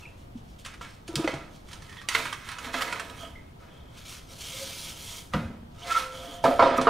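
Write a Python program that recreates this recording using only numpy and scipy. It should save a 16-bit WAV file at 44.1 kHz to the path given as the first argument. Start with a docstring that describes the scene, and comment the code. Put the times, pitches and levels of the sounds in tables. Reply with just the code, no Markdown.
"""Garage, under a raised car: an exhaust pipe and its muffler are worked loose.
Rust grains hiss in the sliding contact and drive the modes of pipe and muffler shell; blows clank
on both, and stick-slip makes single modes squeak. Hands knock the hollow muffler; it drops free,
the pipework shudders, and it is laid down at the end. The room adds low rumble and short reverb."""
import sys
import numpy as np
from scipy import signal
from scipy.fft import rfft, irfft, next_fast_len
from scipy.io import wavfile
from scipy.ndimage import uniform_filter1d

SR = 44100
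rng = np.random.default_rng(int(sys.argv[2]) if len(sys.argv) > 2 else 0)


def to_wav(s):
    """Save 16-bit WAV."""
    ch = np.atleast_2d(s).T  # columns
    pcm = np.round(np.clip(ch, -1, 1) * 32767)  # PCM
    wavfile.write(sys.argv[1], SR, pcm.astype(np.int16))


N = 303849

# room tone: f/Hz, level/dB
RUMBLE_SPECTRUM = [(12, 0), (20, -2), (91, 1.5), (150, -3), (459, -14.5), (698, -17.5), (1120, -23.5),
                   (1290, -26.5), (2670, -33), (3250, -31), (3950, -35), (7000, -41.5), (16000, -45)]
# room tone, left-right likeness: f/Hz, correlation
RUMBLE_COHERENCE = [(60, 0.99), (500, 0.34), (2000, 0.59), (12000, 1)]
# reverb decay: f/Hz, t60/s
GARAGE_T60 = [(200, 1), (1000, 0.32), (4000, 0.4), (12000, 0.48)]
# loose pipework: f/Hz, level/dB
SHUDDER_SPECTRUM = [(40, -12), (80, 0), (220, 4), (500, -12), (1600, -19), (2500, -38), (16000, -80)]
# dull knocks on the muffler: t/s, level/dB, f/Hz, t60/s
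KNOCKS = [(0.352, -31.5, 234, 0.076), (1.089, -30.5, 330, 0.071), (1.138, -31.5, 335, 0.078),
          (1.162, -27, 144.5, 0.13), (1.18, -29, 208, 0.048), (1.193, -20.5, 320, 0.058),
          (1.243, -18.5, 318, 0.056), (1.288, -30, 293, 0.038), (1.334, -28, 316, 0.035),
          (1.337, -34.5, 142, 0.2), (2.66, -38.5, 251, 0.22), (2.745, -38, 255, 0.27),
          (5.406, -32.5, 112, 0.14), (5.447, -29, 84, 0.095), (6.28, -41.5, 283, 0.13),
          (6.435, -35.5, 97, 0.13), (6.441, -32, 152, 0.17), (6.445, -25, 262, 0.11),
          (6.479, -22, 261, 0.16), (6.595, -34.5, 98.5, 0.25), (6.639, -30.5, 267, 0.17),
          (6.791, -33, 151, 0.19), (6.781, -23.5, 259, 0.23)]
# hollow muffler notes at the drop: f/Hz, level/dB, t60/s
HOLLOW_NOTES = [(64.6, -26.5, 0.096), (158.4, -25, 0.25), (197, -21.5, 0.12), (231, -33, 0.81),
                (305, -33, 0.21), (503, -29.5, 0.15), (680, -52, 0.27), (1116, -41, .15), (1440, -35, 0.24)]
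# stick-slip notes: t/s, rise/(s per 20 dB), hold/s, fade/(s per 20 dB), f/Hz, level/dB
SQUEAKS = [(0.055, 0.1, 0.0044, 0.07, 2580, -48), (1.895, .01, 0.039, .06, 1860, -55),
           (1.965, -1, 0.053, -0.4, 3300, -53.5), (1.975, -1.7, 0.027, .04, 1840, -52),
           (2.037, -1.5, 0.016, 0.2, 1150, -52), (3.212, .08, 0.026, 0.12, 3210, -49),
           (3.233, .01, 0.013, 0, 644, -43), (3.246, 0.2, 0.03, 0.02, 1280, -49),
           (3.355, -0.5, 0.003, 0.07, 2090, -47), (3.37, -1, .05, 0.19, 2110, -68),
           (3.722, 0.0441, 0.039, 0.5, 3230, -62.5), (4.546, .006, .004, .01, 530, -43),
           (4.622, .035, .012, .03, 545, -41), (5.821, -0.2, 0.02, -0.4, 3150, -44.5),
           (5.841, 0.03, 0.066, .03, 690, -44), (5.89, .015, 0.1, 0.2, 1345, -36),
           (5.919, .007, .004, .006, 1350, -20), (5.954, .006, .002, .005, 1335, -20),
           (5.964, .008, .008, .02, 1335, -18.5), (5.96, .05, 0.15, 0.5, 522, -50.5),
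           (6.136, .05, 0.19, 0.4, 3210, -51.5), (6.214, 4, 0.16, 1, 690, -49)]
# sudden slips: t/s, fade/(s per 20 dB), hiss/dB, pipe/dB, shell/dB
SKIDS = [(0.0, 0.14, -54, -55, -54), (0.595, 0.06, -49.5, -74.5, -80), (0.658, 0.11, -47.5, -42.5, -72),
         (0.821, 0.17, -47, -45, -58), (1.08, 0.4, -53.5, -58, -46), (1.166, 0.21, -41, -46, -37),
         (1.285, 0.1748, -50, -39, -40), (2.095, 0.37, -40.5, -32.5, -57), (2.15, 0.15, -35, -30, -38.5),
         (2.737, 0.42, -40, -33.5, -38), (2.82, 0.04, -35.5, -51, -41), (3.101, 0.04, -56, -56, -43.5),
         (3.6, 0.6, -66, -58.5, -56), (3.734, .13, -66, -68, -68), (5.334, 0.19, -51, -41.5, -39),
         (6.446, 0.22, -41.5, -43, -29), (6.594, 0.4, -66, -30, -22.5), (6.782, 0, -35, -50, -28),
         (6.872, -2, -54, -40, -40)]
# pushes that swell, hold and ease off: t/s, hold/s, hiss/dB, pipe/dB, shell/dB
STROKES = [(.206, .0, -60.5, -76, -79), (.386, .0, -62.5, -84, -80), (0.505, 0, -59, -85, -85),
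           (1.554, .0, -57, -70, -69), (1.728, 0, -50, -50, -55), (1.842, 0.18, -57.5, -53.5, -66),
           (2.481, 0.043, -49.5, -40, -66), (2.647, 0.016, -46.5, -39, -43),
           (2.874, 0.075, -66, -41, -41.5), (3.198, 0.032, -51.5, -53, -47.5), (3.984, 0, -49.5, -54, -64),
           (4.088, 0.051, -43.5, -51.5, -74), (4.315, 0.0099, -48, -64, -53.5),
           (4.421, 0.48, -41, -56.5, -55), (4.57, 0.078, -43.5, -52, -63.5),
           (4.993, 0.19, -43, -55.5, -57.5), (5.823, 0.037, -51, -68, -46), (5.906, 0.083, -37.5, -34, -48),
           (6.143, 0.2, -50, -52.5, -47)]
# smooth metal in the contact, brighter than rust: t/s, share of hiss power
SMOOTH_SHARE = [(0, 0.2), (1, 0), (3.3, 0.6), (3.9, 0.16), (5.3, 0.7), (5.8, 0.02), (6.3, 0.47),
                (6.89, 0.8)]
# resonances of smooth sliding: f/Hz, width/Hz, level/dB
SMOOTH_BANDS = [(2120, 180, 9.5), (3230, 340, 10), (4000, 140, -7), (4900, 73, 9), (5780, 190, 4),
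                (6800, 140, 4), (6700, 77, 1), (8160, 200, 2), (9140, 150, 3), (10470, 450, 1.5),
                (12100, 240, -2), (13800, 250, -5)]
# broad hiss under them: f/Hz, level/dB
SMOOTH_WASH = [(880, -22), (1500, -42), (3180, 14), (5770, 14.5), (13700, 8), (16000, 2)]
# hiss of rusty contact: f/Hz, level/dB
RUST_SPECTRUM = [(1060, -18), (1800, -17.5), (3060, -4), (3350, -3.5), (4740, -9.5), (7090, -12),
                 (16000, -29)]
# narrow bands ringing in that hiss: f/Hz, width/Hz, boost/dB
RUST_BANDS = [(2326, 49, 11.5), (2840, 27, 1.5), (4380, 39, 9), (5240, 50, 6), (5600, 63, 8),
              (6250, 110, 3), (6300, 32, 8), (7060, 27, -0.5), (8400, 57, 7.5), (9000, 70, 12)]
# modes of the thin pipe and the muffler shell: f/Hz, width/Hz, level/dB
PIPE_MODES = [(962, 8.5, -3), (1090, 65, 12), (1290, 16, 18), (1630, 84, -2), (2550, 150, 18),
              (2610, 80, 13.5), (1876, 48, 14.5), (3230, 250, 12), ]
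SHELL_MODES = [(262, 16, -9), (323, 16, -14), (425, 12, -9), (455, 14, -8), (489, 12, -6), (541, 16, -4),
               (577, 12, -4), (664, 16, -2), (689, 12, 0), (862, 12, -7), (953, 14, -3), (1002, 18, -4),
               (1084, 20, -8), (1211, 20, -4), (1271, 20, -4), (1336, 24, -5)]
# their crowds of lesser modes: f/Hz, level/dB
PIPE_WASH = [(290, -36), (500, -23), (755, -13), (898, -0.5), (1820, 3), (2130, 1.5), (8840, -25.5),
             (12000, -39), (15600, -66), (22000, -120)]
SHELL_WASH = [(88, -14), (150, -13), (262, -5), (362, -4.5), (680, 0), (776, -6.5), (981, -4.5),
              (5000, -27), (6500, -76), (11000, -120)]
# crack of first contact: f/Hz, level/dB
TICK_SPECTRUM = [(1060, -34), (1800, -10.5), (3000, -2.5), (4740, -7), (7090, -10), (10000, -12.5),
                 (12500, -34), (16000, -27)]
# steel on steel: t/s, pipe level/dB, shell re pipe/dB, tick re pipe/dB, focus/Hz, grip t60/s
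CLANKS = [(0.6489, -36.5, -32, 3.5, 1870, 0.31), (0.661, -33, -25, 2.5, 1300, 0.15),
          (0.7383, -37.5, -37, -5, 1860, 0.31), (0.8114, -35, 3.5, -30, 1230, 0.13),
          (1.0792, -38, -22, 6, 2600, 0.084), (1.1559, -25.5, -21, 11.5, 2690, 0.045),
          (1.2427, -27, -3, -23, 543, 0.097), (1.276, -15.5, -2.5, -18, 2350, 0.031),
          (1.3394, -32, 2.5, -5, 627, 0.11), (1.6868, -43, -20, 2, 1300, 0.1),
          (1.713, -41, -20, -5, 1900, 0.1), (1.7307, -41, -24, 8.5, 1900, 0.081),
          (1.8213, -41.5, -19, 1.5, 1340, 0.16), (1.8948, -43, -27, 1, 1850, 0.1),
          (1.9275, -39, -29, 0, 1830, 0.029), (1.969, -36, -27, -18, 1760, 0.12),
          (2.0155, -34, -20, -8, 1850, 0.08), (2.0873, -21.5, -48, 8, 2300, 0.056),
          (2.1492, -8, -20, -35, 1680, 0.093), (2.255, -26, -2.5, -3.5, 1290, 0.096),
          (2.327, -21, -33, -5, 1830, 0.18), (2.4511, -41, -24, -7, 1300, 0.055),
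          (2.4885, -27, -34, -4.5, 1050, 0.082), (2.516, -31, -25, -1, 1850, 0.06),
          (2.5852, -28.5, -9, -4.5, 1350, 0.19), (2.6376, -44, -19.5, 1, 2400, 0.06),
          (2.6445, -30.5, -11, -2.5, 1280, 0.19), (2.7413, -18, -7, -33, 700, 0.068),
          (2.8086, -22, -4, -18, 1290, 0.08), (2.8205, -18, -6.5, -21, 1730, 0.11),
          (2.9258, -19, -9, -7, 1570, 0.05), (2.9966, -22.5, -19, -6, 1680, 0.1),
          (3.098, -39, -18, 2.5, 3170, 0.065), (5.3361, -21, -0.5, -17, 1580, 0.12),
          (6.4396, -23.5, 16.5, -7, 634, 0.18), (6.4515, -30.5, 19.5, -20, 1240, 0.31),
          (6.4791, -32, 18.5, -27, 644, 0.058), (6.5102, -33.5, 20.5, -29, 655, 0.18),
          (6.5935, -21.5, 17.5, -33, 950, 0.24), (6.6242, -25.5, 21, -25, 990, 0.2),
          (6.6593, -32, 20, -43, 666, 0.22), (6.782, -37, 21.5, -9, 1200, 0.15),
          (6.8135, -39, 20, 13, 526, 0.087), (6.843, -45, 14, 6, 690, 0.06),
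          (6.87, -26, 22.5, -31, 880, 0.12)]
# position of the work: t/s, left re right/dB
WORK_PAN = [(0, -0.2), (2, -1.54), (3.3, -1.5), (3.6, 0), (6.89, -1.2)]
# stereo width: f/Hz, side gain/dB
SIDE_GAIN = [(60, -13.5), (300, 0.5), (1000, 10), (9500, 9), (12500, -2), (15000, -8)]

HISS, PIPE, SHELL = range(3)  # rubbing layers
IDLE_DB = [-78, -92, -71]  # resting contact, by layer
SLIP_S, SWELL_S, EASE_S = 0.018, 0.088, 0.11  # per 20 dB: skid rise, stroke rise, stroke fade
LINGER = 1.03  # fade time of pipe and shell re hiss
JUDDER_DB, JUDDER_S, PATCHY_DB = 1.6, 0.025, 1.5
PIPE_CONTACT_S, SHELL_CONTACT_S = 0.0076, 0.018  # the soft shell stays in contact longer
DROP_AT_S, PUSH_S, WOBBLE_SHARE = 5.34, 0.0035, 0.03
ROUGH_PER_KHZ, FLUTTER_DB_PER_KHZ = 0.016, 1.8
RUMBLE_DB, SHUDDER_DB, CUTOFF_HZ = -48, -34, 15690


def gain_of(db):
    return 10 ** (np.asarray(db) / 20)


def decay(t, t60_s):
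    return gain_of(-60 * t / t60_s)


def unit_rms(x):
    return x / np.sqrt(np.mean(x ** 2) + 1e-20)


def at_hz(points, hz):
    f, value = np.transpose(points)
    return np.interp(np.log(hz + 1), np.log(f + 1), value)


def per_sample(points):
    return np.interp(np.arange(N) / SR, *np.transpose(points))


def add(mix, at_s, sound):
    part = mix[round(at_s * SR):][:len(sound)]
    part += sound[:len(part)]


def coloured(x, spectrum):
    """Filter x by rows of f/Hz, gain/dB."""
    size = next_fast_len(x.shape[-1])
    hz = np.fft.rfftfreq(size, 1 / SR)
    return irfft(rfft(x, size) * gain_of(at_hz(spectrum, hz)), size)[..., :x.shape[-1]]


def swell(t, at_s, rise_s, hold_s, fade_s):
    """Gain: up 20 dB per rise_s until at_s, hold at 1, down 20 dB per fade_s."""
    before = (at_s - t) / max(rise_s, 0.002)
    after = (t - at_s - hold_s) / max(fade_s, 0.004)
    return gain_of(-20 * np.maximum(np.maximum(before, after), 0))


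def wander(span_s, shape=N):
    """Random drift, rms 1, changing about every span_s."""
    size = max(round(span_s * SR / 2), 1)
    return unit_rms(uniform_filter1d(uniform_filter1d(rng.standard_normal(shape), size), size))


def patches(noise, bins, frames):
    """Time-frequency noise blurred into patches, rms 1."""
    return unit_rms(uniform_filter1d(uniform_filter1d(noise, bins, 0), frames, 1))


def rumble():
    """Steady low room tone with drifting patches."""
    frames, hz = N // 512 + 5, np.fft.rfftfreq(2048, 1 / SR)
    re, im, other_re, other_im, drift = rng.standard_normal((frames, len(hz), 5)).T
    coherence = at_hz(RUMBLE_COHERENCE, hz)[:, None]
    left = re + 1j * im
    right = coherence * left + np.sqrt(1 - coherence ** 2) * (other_re + 1j * other_im)
    level_db = at_hz(RUMBLE_SPECTRUM, hz)[:, None] + patches(drift, bins=8, frames=8)
    tone = signal.istft(np.array([left, right]) * gain_of(level_db), nperseg=2048, noverlap=1536)[1]
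    return gain_of(RUMBLE_DB) * unit_rms(tone[:, :N])


def garage(x):
    """Reverb: sparse reflections, mostly alike left and right, each band with its own t60."""
    taps = np.zeros((3, SR))  # common, left, right
    slots = np.arange(300, SR - 20, 20)
    arrivals = slots + rng.integers(0, 20, (3, len(slots)))
    np.put_along_axis(taps, arrivals, rng.choice([-1., 1.], arrivals.shape), 1)
    hz, t, bands = signal.stft(taps[0] + 0.21 * taps[1:], SR, nperseg=256)
    tail = signal.istft(bands * decay(t, at_hz(GARAGE_T60, hz)[:, None]), SR, nperseg=256)[1]
    return signal.fftconvolve(x, tail / np.linalg.norm(tail[0]), axes=1)[:, :N]


def grit(rate_hz, spread_db):
    """Rust grains catching at random, a few of them large."""
    size = gain_of(spread_db * np.minimum(rng.exponential(1, N), 5)) * rng.standard_normal(N)
    return unit_rms(size * (rng.random(N) < rate_hz / SR))


def shudder():
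    """The loose pipework shakes after the drop: a rough low tail."""
    rough = unit_rms(coloured(grit(rate_hz=440, spread_db=3.7), SHUDDER_SPECTRUM))
    envelope = swell(np.arange(N) / SR, DROP_AT_S + 0.0078, rise_s=0.006, hold_s=0, fade_s=0.24)
    return gain_of(SHUDDER_DB) * envelope * rough


def knocks():
    """A soft push sounds one hollow note, the drop a whole set. The hand-held shell wobbles in pitch."""
    out, t = np.zeros(N), np.arange(SR // 2) / SR
    drop = [(DROP_AT_S, db, hz, t60_s) for hz, db, t60_s in HOLLOW_NOTES]
    for at_s, db, hz, t60_s in KNOCKS + drop:
        envelope = (1 - np.exp(-t / PUSH_S)) ** 2 * decay(t, t60_s)
        cycles = np.cumsum(hz * (1 + WOBBLE_SHARE * wander(0.012, len(t)))) / SR
        add(out, at_s, gain_of(db) * envelope / envelope.max() * np.sin(2 * np.pi * cycles))
    return out


def squeaks():
    """Stick-slip keeps one mode singing; roughness and flutter grow with pitch."""
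    out, t, lead_s = np.zeros(N), np.arange(SR // 2) / SR, 0.05
    for at_s, rise_s, hold_s, fade_s, hz, db in SQUEAKS:
        khz = hz / 1000
        pitch_drift, level_drift = wander(15 / hz, (2, len(t)))
        cycles = np.cumsum(hz * (1 + ROUGH_PER_KHZ * khz * pitch_drift)) / SR
        level = gain_of(db + FLUTTER_DB_PER_KHZ * khz * np.minimum(level_drift, 1))
        envelope = swell(t, lead_s, rise_s, hold_s, fade_s) * signal.windows.tukey(len(t), 0.1)
        add(out, at_s - lead_s, np.sqrt(2) * level * envelope * np.sin(2 * np.pi * cycles))
    return out


def contact(layer, fade_scale=1):
    """Drive of one layer: skids and strokes over resting contact. Rust catches and lets go unevenly."""
    t = np.arange(0, N / SR + 0.002, 0.001)
    skid_power = sum((gain_of(db[layer]) * swell(t, at_s, SLIP_S, 0, fade_s * fade_scale)) ** 2
                     for at_s, fade_s, *db in SKIDS)
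    stroke_power = sum((gain_of(db[layer]) * swell(t, at_s, SWELL_S, hold_s, EASE_S * fade_scale)) ** 2
                       for at_s, hold_s, *db in STROKES)
    drive = np.sqrt(skid_power + stroke_power + gain_of(IDLE_DB[layer]) ** 2)
    judder = gain_of(JUDDER_DB * (1 - per_sample(SMOOTH_SHARE)) * (wander(JUDDER_S) - 0.3))
    return judder * np.interp(np.arange(N) / SR, t, drive)


def patchy(x):
    """The contact spot wanders, so the colour shifts."""
    bands = signal.stft(x, nperseg=512)[2]
    shift_db = PATCHY_DB * patches(rng.standard_normal(bands.shape[::-1]).T, bins=5, frames=10)
    return unit_rms(signal.istft(bands * gain_of(shift_db), nperseg=512)[1][:N])


def resonance(hz, centre_hz, width_hz):
    return 1 / (1 + (2 * (hz - centre_hz) / width_hz) ** 2)


def sliding():
    """Fine dense grains hiss through the bands of smooth metal and of rust."""
    hz = np.geomspace(200, 20000, 1500)
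    bands = sum(gain_of(db) * resonance(hz, *band) for *band, db in SMOOTH_BANDS)
    wash_db = at_hz(SMOOTH_WASH, hz)
    smooth_db = 20 * np.log10(bands + gain_of(wash_db - 11))
    smooth_db += np.minimum(wash_db + 15, 0)  # keeps band skirts out of the bass
    rust_db = at_hz(RUST_SPECTRUM, hz) + sum(db * resonance(hz, *band) for *band, db in RUST_BANDS)
    smooth = unit_rms(coloured(grit(rate_hz=9000, spread_db=1.04), np.transpose([hz, smooth_db])))
    rusty = unit_rms(coloured(grit(rate_hz=5000, spread_db=0.91), np.transpose([hz, rust_db])))
    share = per_sample(SMOOTH_SHARE)
    return contact(HISS) * patchy(np.sqrt(share) * smooth + np.sqrt(1 - share) * rusty)


def steel_ring(modes, wash, wash_db, wash_t60_s, focus_hz=1000, focus_db=0):
    """Impulse response of a steel part, energy 1: main modes over a dying crowd of lesser ones."""
    hz, width_hz, db = np.transpose(modes)[:, :, None]
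    t = np.arange(6000) / SR
    spot_db = -focus_db * np.minimum(abs(np.log2(hz / focus_hz)), 1)  # struck spot favours nearby modes
    size = gain_of(db + spot_db) * np.sqrt(width_hz) * rng.choice([-1, 1], hz.shape)
    tones = (size * np.exp(-np.pi * width_hz * t) * np.sin(2 * np.pi * hz * t)).sum(0)
    crowd = coloured(rng.standard_normal(len(t)), wash) * decay(t, wash_t60_s)
    response = tones / np.linalg.norm(tones) + gain_of(wash_db) * crowd / np.linalg.norm(crowd)
    response *= 1 - np.exp(-t / 0.00016)  # each ring swells in over a fraction of a millisecond
    return response / np.linalg.norm(response)


def rubbing():
    """Rust grains drive the pipe and the shell."""
    pipe_force = contact(PIPE, LINGER) * patchy(grit(rate_hz=2500, spread_db=1.7))
    pipe = signal.oaconvolve(pipe_force, steel_ring(PIPE_MODES, PIPE_WASH, wash_db=9, wash_t60_s=0.17))
    shell_force = contact(SHELL, LINGER) * grit(rate_hz=2500, spread_db=3.5)
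    shell_ring = steel_ring(SHELL_MODES, SHELL_WASH, wash_db=-2, wash_t60_s=0.6)
    return pipe[:N] + signal.oaconvolve(shell_force, shell_ring)[:N]


def clanks():
    """Each blow chatters, ticks and rings pipe and shell; the grip damps them."""
    out, t = np.zeros(N), np.arange(6000) / SR
    for at_s, db, shell_db, tick_db, hz, t60_s in CLANKS:
        pipe = steel_ring(PIPE_MODES, PIPE_WASH, wash_db=8.1, wash_t60_s=0.07, focus_hz=hz, focus_db=36)
        shell = steel_ring(SHELL_MODES, SHELL_WASH, wash_db=-6.5, wash_t60_s=0.27,
                           focus_hz=hz, focus_db=15.7)
        tick = unit_rms(coloured(rng.standard_normal(len(t)), TICK_SPECTRUM)) * decay(t, t60_s=0.089)
        shell_share = 1 / (1 + gain_of(-shell_db))
        contact_s = PIPE_CONTACT_S + (SHELL_CONTACT_S - PIPE_CONTACT_S) * shell_share
        chatter = 0.06 * rng.standard_normal(len(t)) * np.exp(-t / contact_s)
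        chatter[0] = 1  # first contact
        damped = np.array([pipe, shell, tick]) * decay(t, t60_s)
        parts = signal.fftconvolve(damped, chatter[None], axes=1)
        parts /= abs(parts).max(1, keepdims=True)
        add(out, at_s, gain_of(db) * gain_of([0, shell_db, tick_db]) @ parts)
    return out


def scene():
    """Panned steel, centred thuds, reverb and room tone."""
    pan_db = per_sample(WORK_PAN)
    steel = (rubbing() + sliding() + clanks() + squeaks()) * gain_of([pan_db / 2, -pan_db / 2])
    thuds = knocks() + shudder()
    reverb = garage(gain_of(-9) * steel + gain_of(-17) * thuds)
    return steel + thuds + reverb + rumble()


def record(dry):
    """Two close microphone ports, bass and top treble almost alike; soft clip; low-pass."""
    mid, side = dry.mean(0), coloured((dry[0] - dry[1]) / 2, SIDE_GAIN)
    clipped = 0.75 * np.tanh(np.array([mid + side, mid - side]) / 0.75)
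    lowpass = signal.firwin(1023, CUTOFF_HZ, window=("kaiser", 9), fs=SR)
    return signal.oaconvolve(clipped, lowpass[None], "same")


dry = scene()
out = record(dry)
to_wav(out)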